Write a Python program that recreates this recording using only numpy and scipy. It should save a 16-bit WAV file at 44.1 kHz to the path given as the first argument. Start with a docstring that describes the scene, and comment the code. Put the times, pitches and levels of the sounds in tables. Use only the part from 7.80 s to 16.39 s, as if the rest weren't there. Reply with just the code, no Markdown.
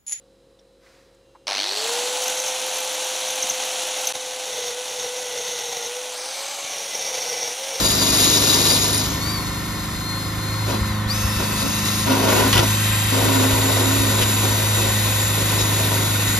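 """Outdoors, a small engine chugs throughout while a cordless drill spins a wire wheel on a steel mower deck.
First the wires sizzle on the ringing edge of the sheet; then the wheel runs free and brushes the deck once.
The trigger is let go for an instant, the wheel scrubs the hollow deck faster, snags once with clanks,
and at last rasps on a panel farther under. Random wire strikes drive filters and damped modes for the brush;
whine, rattle and swish follow the motor speed, which the trigger sets and the drag of the work pulls down."""
import sys
import numpy as np
from scipy import signal
from scipy.fft import rfft, irfft
from scipy.io import wavfile
from scipy.ndimage import map_coordinates

SR = 44100
rng = np.random.default_rng(int(sys.argv[2]) if len(sys.argv) > 2 else 0)


def inscribe(sig):
    """Save sig as 16-bit PCM at rate SR to the path in sys.argv[1].

    A 1-D sig is mono; a 2-D sig holds one channel per row.
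    Samples are clipped to [-1, 1] before scaling.
    """
    pcm = np.round(np.clip(np.atleast_2d(sig).T, -1, 1) * 32767)
    wavfile.write(sys.argv[1], SR, pcm.astype(np.int16))


N = 378819
T = np.arange(N) / SR
HZ = np.fft.rfftfreq(N, 1 / SR)


def amp(db):
    """Decibels to gain."""
    return 10 ** (np.asarray(db) / 20)


def unit(x):
    """Scales to rms 1."""
    return x / np.sqrt(np.mean(x ** 2) + 1e-20)


def curves(rows):
    """Every column of a time table, interpolated at every sample."""
    times, *columns = np.transpose(rows)
    return [np.interp(T, np.sort(times), column) for column in columns]


def read(points, hz=HZ):
    """A frequency table, interpolated on a log axis."""
    f, value = np.transpose(points)
    return np.interp(np.log(hz + 1), np.log(np.sort(f) + 1), value)


def drift(rate_hz):
    """Slow random motion of rms 1."""
    coarse = T[::64]
    points = rng.standard_normal(4000)
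    motion = map_coordinates(points, [coarse * rate_hz * 2], order=3, mode="mirror")
    return np.interp(T, coarse, unit(motion))


def shaped(x, gain):
    """Filters x by a gain per frequency; rms 1."""
    return unit(irfft(rfft(x) * gain, N))


def ringing(modes):
    """Frequency response of a set of damped modes."""
    response = 0
    for hz, width, db in modes:
        response = response + amp(db) / (1 + 1j * (HZ ** 2 - hz ** 2) / (width * HZ + 1e-6))
    return response


def wandering(strikes, modes, swing_db, per_s):
    """Each mode swells and fades at random on its own; rms 1."""
    spectrum = rfft(strikes)
    voices = [irfft(spectrum * ringing([mode]), N) * amp(swing_db * drift(per_s)) for mode in modes]
    return unit(sum(voices))


def resonate(x, hz, width):
    """A resonance whose centre follows the curve hz; rms 1."""
    turn = np.exp(2j * np.pi * np.cumsum(hz) / SR)
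    r = np.exp(-np.pi * width / SR)
    # shift the centre down to 0 Hz, smooth there, shift back up
    return unit((turn * signal.lfilter([1 - r], [1, -r], x / turn)).real)


RIPPLE_DB = 3  # depth of the fine ripple, as the standard deviation of its random points


def fine_ripple(depth_db, spacing_hz):
    """Random fine ripple over frequency, which gives the hiss and swish a slightly tonal grain."""
    ripple = np.interp(HZ / spacing_hz, np.arange(2000), rng.standard_normal(2000))
    return amp(depth_db * ripple)


def turns(rate, waver):
    """Angle of a shaft whose speed is never quite steady."""
    return 2 * np.pi * np.cumsum(rate * (1 + waver * drift(25))) / SR


def push(start, length, attack, release):
    """Envelope that rises, holds and dies away exponentially."""
    rise = 1 - np.exp(-np.clip(T - start, 0, length) / attack)
    return rise * np.exp(-np.clip(T - start - length, 0, 1) / release)


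def strokes(rows):
    """Envelope of short contacts: a quick bite (1.2 ms) and a slower release (4.4 ms)."""
    envelope = 0
    for s, length, db in rows:
        ramp = np.minimum((T - s) / 0.0012, (s + length - T) / 0.0044)
        envelope = envelope + amp(db) * np.clip(ramp, 0, 1)
    return envelope


# the engine's exhaust note, four times the firing rate:
# (time [s], note [Hz], level of the note [dB], level of its octave [dB])
EXHAUST_NOTE = [(0.1, 103, -32, -33.5), (1.22, 102.7, -30.5, -41), (2.04, 104.7, -36.5, -38.5),
                (2.88, 105.2, -24.5, -56), (2.95, 105.4, -26.5, -31), (3.42, 103.9, -26, -32.5),
                (3.84, 104.2, -32, -31), (4.38, 104.6, -27, -30.5), (4.89, 105.3, -22.5, -31.5),
                (5.97, 103.9, -21.5, -46), (6.32, 104.1, -22.5, -30.5), (6.84, 104.9, -22.5, -37),
                (7.17, 104.5, -22.5, -31.5), (7.37, 104.3, -23.5, -39.5), (8.48, 103.5, -23.5, -39),
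                (8.5, 103.3, -24.5, -36)]
# the engine's other orders: (multiple of the firing rate [-], level [dB])
ENGINE_ORDERS = [(2, -45), (3, -65), (5, -41.5), (6, -37.5), (7, -38.5), (9, -44), (10, -46.5), (11, -44.5),
                 (12, -41), (13, -68), (14, -48), (16, -54), (18, -76), (28, -51.5)]
# the overtones come and go:
# (time [s], level shift of the other orders [dB], level of the hum at 20 times the firing rate [dB])
OVERTONE_LEVELS = [(0, -1, -56), (1.4, 1.5, -51), (2.1, -1, -53), (2.45, 0.5, -47), (3.45, -2, -42.5),
                   (3.7, 0.5, -47), (5.1, -1, -43.5), (6.5, -5.5, -50), (7.35, -5.5, -39), (7.7, 2, -45),
                   (8.59, 0, -52)]
# colour of the low rumble: (frequency [Hz], relative level per Hz [dB])
RUMBLE_COLOUR = [(15, -33), (35, 5), (52, 16.5), (80, 12.5), (130, 7), (250, 2), (450, -14), (1500, -56)]


def engine(smear=.19):
    """A single cylinder fires about 26 times a second; the muffler smears each puff and booms on order four."""
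    note_hz, note_db, octave_db = curves(EXHAUST_NOTE)
    cycle = turns(note_hz / 4, waver=.002)
    overtones_db, hum_db = curves(OVERTONE_LEVELS)
    orders = [(round(k), amp(db + overtones_db)) for k, db in ENGINE_ORDERS]
    orders += [(4, amp(note_db)), (8, amp(octave_db)), (20, amp(hum_db))]
    puffs = np.zeros(N)
    for k, level in orders:
        phase = k * cycle + smear * k ** 2 + .5 * drift(0.498)
        puffs += level * np.cos(phase) * (1 + 0.051 * drift(5.5))
    # the rumble throbs once per firing
    throb = rng.standard_normal((2, N)) * (1 + 1.1 * np.cos(cycle))
    rumble = shaped(throb, amp(read(RUMBLE_COLOUR)))
    spread = np.array([[.3], [-.3]])  # left, right
    return np.sqrt(2) * puffs + amp(-34.5) * (rumble[0] + spread * rumble[1])


# dull knocks as the drill is swung and kicks:
# (time [s], level [dB], pitch [Hz], time to the envelope's peak and its decay [s])
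DRILL_KNOCKS = [(3.01, -15.5, 69.5, 0.01), (3.09, -24, 65.5, .012), (3.44, -16, 71.4, 0.011),
                (3.563, -19, 62.2, 0.0093), (4.635, -22, 70, .012), (4.754, -20, 94.9, 0.01),
                (4.793, -11, 109.6, 0.0033), (5.728, -17, 65.5, 0.0069), (6.196, -21, 64.5, 0.0098)]


def knocks():
    """Low, heavily damped blows."""
    out = np.zeros(N)
    for s, db, hz, decay in DRILL_KNOCKS:
        age = np.clip(T - s, 0, .5)
        envelope = (age / decay) * np.exp(1 - age / decay)
        out -= amp(db) * np.sin(2 * np.pi * hz * age) * envelope
    return out


# drag of the work on the wheel: (time [s], speed lost [motor turns per s])
WORK_DRAG = [(2.84, 0), (2.91, 7), (2.96, 6), (3.02, 0), (3.52, 0), (3.65, 6), (3.72, 3), (3.82, 8),
             (3.95, 0), (4.25, 4), (4.33, 14), (4.47, 15), (4.55, 22), (4.7, 23), (4.8, 66), (4.85, 24),
             (4.9, 8), (5.02, 1), (5.26, 0), (5.5, 20.5), (6, 20), (6.2, 23.5), (6.85, 20), (7.15, 21),
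             (7.21, 28), (7.3, 23), (7.52, 19), (7.62, 25), (7.76, 24), (7.8, 41), (7.95, 27), (8.18, 24),
             (8.25, 33), (8.35, 31), (8.5, 22)]


def speed_sag():
    """The drag of the work takes turns per second off the motor."""
    return curves(WORK_DRAG)[0]


# finger moves on the trigger: (time [s], speed asked for [motor turns per s], time to settle [s])
TRIGGER_MOVES = [(0, 244, .05), (1.25, 262, .05), (1.385, 310, .13), (1.53, 264, .07), (1.93, 260, .05),
                 (2.2, 264.5, .08), (2.47, 260, .04), (2.6, 264, .05), (2.8, 259, .1), (3.095, 150, .25),
                 (3.272, 332, .034), (3.84, 340, .04), (4.472, 394.5, .038)]
UNSTEADY = .0012  # rms share by which the speed wanders


def motor_speed(sag):
    """Turns per second: the motor settles on what the trigger asks for, less the sag under load."""
    speed = np.full(N, float(TRIGGER_MOVES[0][1]))
    for s, asked, settle in TRIGGER_MOVES[1:]:
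        at = round(s * SR)
        speed[at:] = asked + (speed[at] - asked) * np.exp(-T[:N - at] / settle)
    return (speed - sag) * (1 + UNSTEADY * drift(3))


def pace(speed):
    """Motor speed as a share of its highest."""
    return speed / speed.max()


# gear rattle as the drill is turned about: (time [s], level [dB])
RATTLE_LEVEL = [(0, -35), (1.25, -33.5), (1.5, -32.5), (2.3, -35), (2.9, -31.5), (3.6, -31), (5.2, -32),
                (7, -33.5), (7.8, -33), (8.59, -35.5)]
# modes of the plastic housing that it shakes: (frequency [Hz], width [Hz], relative level [dB])
HOUSING_MODES = [(786, 38, -8), (1046, 89, 5), (1318, 300, -1), (1786, 104, -1)]


def gear_rattle(speed):
    """Gear teeth chatter once a motor turn and shake the plastic housing."""
    chatter = rng.standard_normal((2, N)) * (1 + 0.2 * np.cos(turns(speed, 0.0021)))
    return amp(curves(RATTLE_LEVEL)[0]) * shaped(chatter, ringing(HOUSING_MODES))


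# gearbox resonances that the whines at 16 and 19 times the shaft sweep through: (frequency [Hz], level [dB])
LOW_WHINE_RESPONSE = [(3400, -39), (4050, -33), (4250, -32.5), (4500, -26), (4750, -27), (5000, -30),
                      (5300, -35), (5450, -34), (5700, -31), (5980, -36), (6300, -35)]
HIGH_WHINE_RESPONSE = [(4000, -42), (4400, -39), (5000, -43), (5600, -40), (6200, -35), (6450, -33),
                       (6900, -29.5), (7100, -28.5), (7500, -27.5)]
# each whine swells and fades as the drill is turned about: (time [s], level shift [dB])
LOW_WHINE_SWING = [(1.3, -6), (1.5, 0), (1.7, -4), (1.85, -8), (2, -2), (2.09, -9), (2.2, -3), (2.3, 5),
                   (2.45, -2), (2.54, -9), (2.7, 0), (2.82, -4), (2.95, -1), (3.15, -4), (3.25, -2),
                   (3.31, 5), (3.5, 0), (3.7, -8), (3.9, -1), (4.22, 1), (4.35, -7), (4.75, -6), (4.84, 1),
                   (4.94, 3), (5.1, -4), (5.7, -8), (6, -1), (6.3, -4), (6.9, 4), (7.2, -9), (8.59, -10)]
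HIGH_WHINE_SWING = [(1.35, -10), (1.5, 0), (2.15, -1), (2.3, -12), (2.43, 3), (2.9, -3), (3.2, 0), (3.3, 5),
                    (3.5, -1), (3.73, -7), (3.9, 0), (4.35, 1), (4.6, -2), (4.8, -4), (4.95, 2), (5.08, -5),
                    (5.22, 3), (5.4, 0), (7.12, 0), (7.23, -6), (7.32, 1), (7.8, -1), (7.99, 1.5),
                    (8.12, -17), (8.26, 2.5), (8.37, -12), (8.5, 2)]
# weaker motor orders: (multiple of the shaft [-], level at full speed before radiation [dB], width [Hz])
FUZZY_ORDERS = [(4, -38, 30), (8, -47, 110), (14, -50, 60)]
# how well the drill body radiates them: (frequency [Hz], gain [dB])
BODY_RADIATION = [(900, -5), (1150, 7.5), (1350, -6), (1550, -4.5), (2100, 12.5), (2650, 13.5), (2950, 0),
                  (3130, 11.5), (3700, -14), (4600, 16), (5200, -16)]
BACKLASH_RAD = 1.9  # play of the loose gears, rms


def gear_whine(speed, rough=0.19, fade_db=1.6, jitter_rad=0.47):
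    """Two clear tones locked to the shaft, swelling as the drill is turned, and fuzzier orders from loose gears."""
    shaft = turns(speed, waver=0.001065)
    clear = [(16, LOW_WHINE_RESPONSE, LOW_WHINE_SWING), (19, HIGH_WHINE_RESPONSE, HIGH_WHINE_SWING)]
    out = np.zeros(N)
    for k, response, swing in clear:
        level_db = read(response, k * speed) + curves(swing)[0] + fade_db * drift(4.5)
        level = amp(level_db) * (1 + rough * drift(22))
        out += level * np.cos(k * shaft + jitter_rad * drift(70))
    for k, db, width in FUZZY_ORDERS:
        tone = np.sqrt(2) * np.cos(k * shaft + BACKLASH_RAD * drift(width / 2))
        fuzz = tone * (1 + rough * drift(width / 2))
        out += amp(db + read(BODY_RADIATION, k * speed)) * fuzz * pace(speed) ** 3.0
    return out


def wire_strikes(speed, per_s, spread_db, wobble, flutter_db):
    """Two unrelated showers of wire tips; the uneven wheel presses harder once a turn and the hand shakes."""
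    wheel = turns(speed / 14, .02)  # the wheel turns once per 14 motor turns
    hit = rng.random((2, N)) < per_s * speed / speed.mean() / SR
    size = rng.laplace(size=(2, N))[hit]
    strikes = np.zeros((2, N))
    strikes[hit] = np.sign(size) * amp(spread_db * np.minimum(abs(size), 4))
    return strikes * (1 + wobble * np.cos(wheel)) * amp(flutter_db * drift(18))


# swish of the spinning wires and the motor fan: (frequency [Hz], relative level per Hz [dB])
SWISH_COLOUR = [(300, -17), (900, -1.5), (2400, -5), (3100, -3), (3700, 4.5), (4200, 1), (4700, -1.5),
                (5300, -7.5), (6500, -0.5), (8100, 2), (10500, -3), (12000, -4.5), (13500, -4),
                (15500, -11.5)]
# parts of the deck that ring under even a light touch: (frequency [Hz], width [Hz], relative level [dB])
LIGHT_TOUCH_MODES = [(1940, 140, 11), (2240, 370, -3), (2580, 220, 8.5), (3550, 250, -4.5), (3870, 96, 4.5),
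                     (4670, 95, 4)]
FIZZ_HZ = 7900  # the swish above this has an extra growth with speed


def swish(speed, sag, hiss_db=-25.5, hiss_power=1.73, ring_db=-31.5, ring_power=8.2,
          fizz_db=1, fizz_power=0.77, load_db=2.5, full_sag=22):
    """Wires cut the air and brush lightly: louder and brighter as a power of speed, a little louder under load."""
    strikes = wire_strikes(speed, per_s=20000, spread_db=1.0, wobble=0.03, flutter_db=0.5)
    ring = wandering(strikes, LIGHT_TOUCH_MODES, swing_db=2.5, per_s=5)
    hiss = shaped(strikes, amp(read(SWISH_COLOUR)) * fine_ripple(depth_db=RIPPLE_DB, spacing_hz=59.15))
    fizz = irfft(rfft(hiss) * (HZ > FIZZ_HZ), N)
    fast = pace(speed)
    load = np.minimum(sag / full_sag, 1)
    hiss = hiss - fizz + fizz * amp(fizz_db) * fast ** fizz_power
    hiss_level = amp(hiss_db + load_db * load) * fast ** hiss_power
    return hiss_level * hiss + amp(ring_db) * fast ** ring_power * ring


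# the wheel works its way deeper under the deck: (time [s], level [dB])
REACH_LEVEL = [(7.2, -52), (7.9, -42), (8.2, -36), (8.59, -36)]
# modes of the panel that rings there: (frequency [Hz], width [Hz], relative level [dB])
INNER_PANEL_MODES = [(980, 60, -2), (1450, 67, 11), (2120, 81, 8), (2970, 60, -7), (3660, 130, -8),
                     (4598, 70, -5)]


def inner_panel(speed):
    """Far under the deck the wires rasp roughly on another panel."""
    strikes = wire_strikes(speed, per_s=3000, spread_db=3.0, wobble=0.21, flutter_db=5.5)
    return amp(curves(REACH_LEVEL)[0]) * shaped(strikes, ringing(INNER_PANEL_MODES))


# the wires catch and rasp: (time [s], length [s], level [dB])
WIRE_SNAGS = [(4.727, 0.022, -15.5), (4.75, 0.016, -18), (4.766, 0.018, -20), (4.778, 0.026, -19.5),
              (6.41, 0.035, -24), (7.785, 0.033, -28)]
# colour of that rasp: (frequency [Hz], relative level per Hz [dB])
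SNAG_COLOUR = [(200, 15), (600, -26), (1300, 8), (2000, 5), (3100, 13.5), (5000, 6), (8000, 4), (12000, -1),
               (15500, -25)]
# the wheel skids over a rim and makes it shriek: (time [s], length [s], level [dB])
RIM_SKIDS = [(7.786, .043, -26.5)]
# modes of the rim: (frequency [Hz], width [Hz], relative level [dB])
RIM_MODES = [(2490, 60, -9), (3910, 70, -1), (5200, 116, -7), (6790, 160, -6)]


def snags(speed):
    """Bunches of wires catch and spring free, or skid over a ringing rim."""
    strikes = wire_strikes(speed, per_s=3700, spread_db=0.0, wobble=0.05, flutter_db=-1.9)
    rasp = strokes(WIRE_SNAGS) * shaped(strikes, amp(read(SNAG_COLOUR)))
    shriek = strokes(RIM_SKIDS) * shaped(strikes, ringing(RIM_MODES))
    return rasp + shriek


# the snagged wheel bangs on the deck: (time [s], peak level [dB])
BANGS = [(4.731, -7.5), (4.743, -12), (4.761, -14), (4.768, -8), (4.782, -12), (4.791, -11)]
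# deck modes that clank: (frequency [Hz], width [Hz], relative level before the uneven mix [dB])
CLANK_MODES = [(1090, 44, -1), (1360, 35, -8), (1940, 30, 1), (2730, 55, -3), (2970, 50, 2), (3500, 35, 0),
               (4760, 50, -5), (5790, 120, -8)]


def clanks(uneven_db=3):
    """Each blow lands on another spot and rings the deck's modes in another mix."""
    out, t = np.zeros(N), T[:SR // 5]
    for s, db in BANGS:
        spots = rng.standard_normal((len(CLANK_MODES), 2))
        ring = np.zeros(len(t))
        for (hz, width, level), (a, b) in zip(CLANK_MODES, spots):
            strength = amp(level + uneven_db * a) * np.sign(b)
            ring += strength * np.sin(2 * np.pi * hz * t) * np.exp(-np.pi * width * t)
        out[round(s * SR):][:len(t)] += amp(db) * ring / abs(ring).max()
    return out


# pressure on the edge of the sheet, easing off as the drill is drawn away: (time [s], level [dB])
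EDGE_LEVEL = [(0, -21.5), (.45, -18.5), (.9, -19), (1.23, -24), (1.275, -25.5), (1.6, -38.5), (2.1, -42),
              (2.4, -90)]


def edge_force():
    """Pressure of the wheel on the edge, as a gain."""
    return amp(curves(EDGE_LEVEL)[0])


# the wires glance off the edge again: (time [s], length [s], level [dB])
EDGE_GLANCES = [(2.86, 0.072, -38), (3.76, 0.076, -32), (3.86, 0.24, -35), (4.05, 0.2, -32)]
# hiss of the edge: (frequency [Hz], relative level per Hz [dB])
EDGE_COLOUR = [(120, -18), (250, 9), (400, 6.5), (600, -2), (900, -3), (1300, -3.5), (1900, -7.5),
               (3000, -1.5), (3700, 1), (4400, 0), (5100, 0.5), (6600, 1.5), (7500, 2), (9200, -60),
               (10500, -5), (13000, -6.5), (15500, -17)]
# ringing modes of the edge: (frequency [Hz], width [Hz], relative level [dB])
EDGE_MODES = [(2090, 36, -17), (2465, 29, -10), (2860, 78, -23), (3810, 106, -3), (4000, 64, -5),
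              (4100, 42, -4.5), (4722, 42, 2), (5460, 55, -5.5), (5870, 130, -20), (6750, 150, -6),
              (6840, 50, -11), (9070, 100, -2.5), (9560, 150, -3)]
EDGE_LEFT_S = 1.268  # from here on only stray wires reach the edge; it rings only when glanced


def edge_scrub(speed, pressure, release=0.02):
    """Wire tips on the thin edge: a bright sizzle with ringing modes that swell as the contact point wanders."""
    strikes = wire_strikes(speed, per_s=8000, spread_db=2.0, wobble=0.078, flutter_db=0.55)
    ring = wandering(strikes, EDGE_MODES, swing_db=1.4, per_s=8.2) * amp(1.6 * drift(13.0))
    hiss = shaped(strikes, amp(read(EDGE_COLOUR)) * fine_ripple(depth_db=RIPPLE_DB, spacing_hz=57.6))
    pressed = np.clip((EDGE_LEFT_S - T) / release, 0, 1)
    glance = strokes(EDGE_GLANCES)
    return hiss * (pressure + glance) + ring * (pressure * pressed + glance)


# the wheel is pressed on the flat of the deck: (time [s], length [s], roar level [dB], level of the panel's
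# boom [dB])
DECK_SCRUBS = [(2.858, 0.086, -29.5, -46), (3.587, 0.038, -27.5, -38), (3.679, .13, -38, -44),
               (3.815, 0.05, -34.5, -27.5), (4.257, 0.11, -23.5, -22.5), (4.386, 0.11, -25, -24.5),
               (4.474, .2, -23.5, -25), (4.675, 0.071, -33, -44), (4.738, 0.075, -24, -29),
               (5.315, 0.081, -26.5, -28), (5.408, 0.25, -26.5, -24), (5.686, 0.38, -28, -28),
               (6.051, 0.17, -30, -24.5), (6.233, 0.19, -30, -41), (6.38, 0.13, -32.5, -34),
               (6.507, .13, -35, -35), (6.613, 0.056, -28.5, -28), (6.683, 0.259, -33.5, -50),
               (6.936, 0.17, -31.5, -46), (7.156, 0.12, -35.5, -40), (7.26, 0.32, -38.5, -46.5),
               (7.562, 0.2, -34.5, -40.5), (7.778, 0.24, -32, -40.5), (8.04, 0.19, -33, -42),
               (8.226, 0.14, -36, -47), (8.379, .26, -39, -43)]
# the deck's broad roar: (frequency [Hz], relative level per Hz [dB])
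DECK_COLOUR = [(60, -24), (180, -11), (260, 3.5), (400, -3.5), (640, 1), (800, -0.5), (1000, -0.5),
               (1350, -9), (1700, -27), (2500, -7), (5000, -9.5), (12000, -20)]
# panel modes of the deck: (frequency [Hz], width [Hz], relative level [dB])
DECK_MODES = [(264, 11, -18), (339.8, 7.2, -4.5), (379.7, 23, -5), (414, 11, -7), (478, 19, -5.5),
              (543.4, 5.4, 0), (643, 15, -8), (960, 15, -5.5)]
# higher modes that speak only under hard pressure: (frequency [Hz], width [Hz], relative level [dB])
BITE_MODES = [(990, 100, -4), (1434, 43, 3.5), (1910, 160, -10)]
PRESS_S, LIFT_S = 0.009, 0.047  # attack and release of a scrub
# the booming panel mode, and the rms share by which its pitch wanders at random
PANEL_HZ, PANEL_WIDTH_HZ, PANEL_WANDER = 268.9, 2.8, 0.012


def deck_scrub(speed, edge_pressure, idle_db=-44, edge_roar_db=-11, edge_boom_db=-16, bite_db=17):
    """Pressed flat on the deck, the wires drum its panels; work on the edge shakes them a little too."""
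    strikes = wire_strikes(speed, per_s=5000, spread_db=2.0, wobble=0.15, flutter_db=1.24)
    roar = shaped(strikes, amp(read(DECK_COLOUR))) + amp(-1.0) * shaped(strikes, ringing(DECK_MODES))
    roar_power = amp(idle_db) ** 2 + (amp(edge_roar_db) * edge_pressure) ** 2
    boom_power = (amp(edge_boom_db) * edge_pressure) ** 2
    for s, length, roar_db, boom_db in DECK_SCRUBS:
        contact = push(s, length, PRESS_S, LIFT_S)
        roar_power = roar_power + (amp(roar_db) * contact) ** 2
        boom_power = boom_power + (amp(boom_db) * contact) ** 2
    boom = resonate(strikes, PANEL_HZ * (1 + PANEL_WANDER * drift(4.3)), PANEL_WIDTH_HZ)
    bite = amp(bite_db) * shaped(strikes, ringing(BITE_MODES))
    # the bite grows with the power of the roar, so it favours hard pressure
    return roar * np.sqrt(roar_power) + boom * np.sqrt(boom_power) + bite * roar_power


# phase between left and right by frequency: wide around 8 kHz and above 14 kHz, centred at 11-13 kHz:
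# (frequency [Hz], left minus right [rad])
STEREO_PHASE = [(100, 0), (600, .4), (2000, 0), (3000, 1.1), (4000, 1.5), (5000, .1), (6000, -1.2),
                (7300, -1.9), (7850, -3.05), (8750, -3.2), (9100, -3.8), (10200, -4.7), (10800, -6.2),
                (13000, -6.4), (14200, -9.3)]
# stereo balance: (frequency [Hz], left minus right [dB])
STEREO_BALANCE = [(50, 0), (100, 3), (330, -2), (700, 3.5), (1300, 1), (2200, -1.5), (3500, 6), (5000, 6.5),
                  (6500, 2), (8000, -1)]
# sound that differs between left and right: (frequency [Hz], share of the power [-])
STEREO_SCATTER = [(100, 0.057), (300, 0.14), (700, 0.37), (1500, 0.12), (4000, 0.26), (6500, 0.009),
                  (8300, 0.00067), (10000, 0.013), (14000, 0.017)]


def stereo_image(common, scattered):
    """Common sound gets a phase and balance between left and right, scattered sound also opposite signs."""
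    share = np.clip(read(STEREO_SCATTER), 0, 1)
    side = np.array([[.5], [-.5]])  # left, right
    balance = amp(side * read(STEREO_BALANCE))
    level = balance / np.sqrt(np.mean(balance ** 2, axis=0))
    placing = np.exp(1j * side * read(STEREO_PHASE)) * level
    together = np.sqrt(1 - share) * rfft(common)
    apart = 2 * side * np.sqrt(share) * rfft(scattered)
    return irfft(placing * (together + apart), N)


def scene():
    """Drill, brush and deck in front; the engine a little to the right."""
    sag = speed_sag()
    speed, edge_pressure = motor_speed(sag), edge_force()
    brush = swish(speed, sag) + inner_panel(speed) + snags(speed)
    brush = brush + edge_scrub(speed, edge_pressure) + deck_scrub(speed, edge_pressure)
    common, scattered = brush + gear_rattle(speed)
    common = common + gear_whine(speed) + knocks() + clanks()
    return engine() * amp([[-.6], [.6]]) + stereo_image(common, scattered)


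CUT_HZ = 15350  # upper band limit


def record(dry):
    """Full-scale limit, then the band limit."""
    lowpass = signal.firwin(511, CUT_HZ, window=("kaiser", 9), fs=SR)
    return signal.oaconvolve(np.clip(dry, -1, 1), lowpass[None], "same")


dry = scene()
out = record(dry)
inscribe(out)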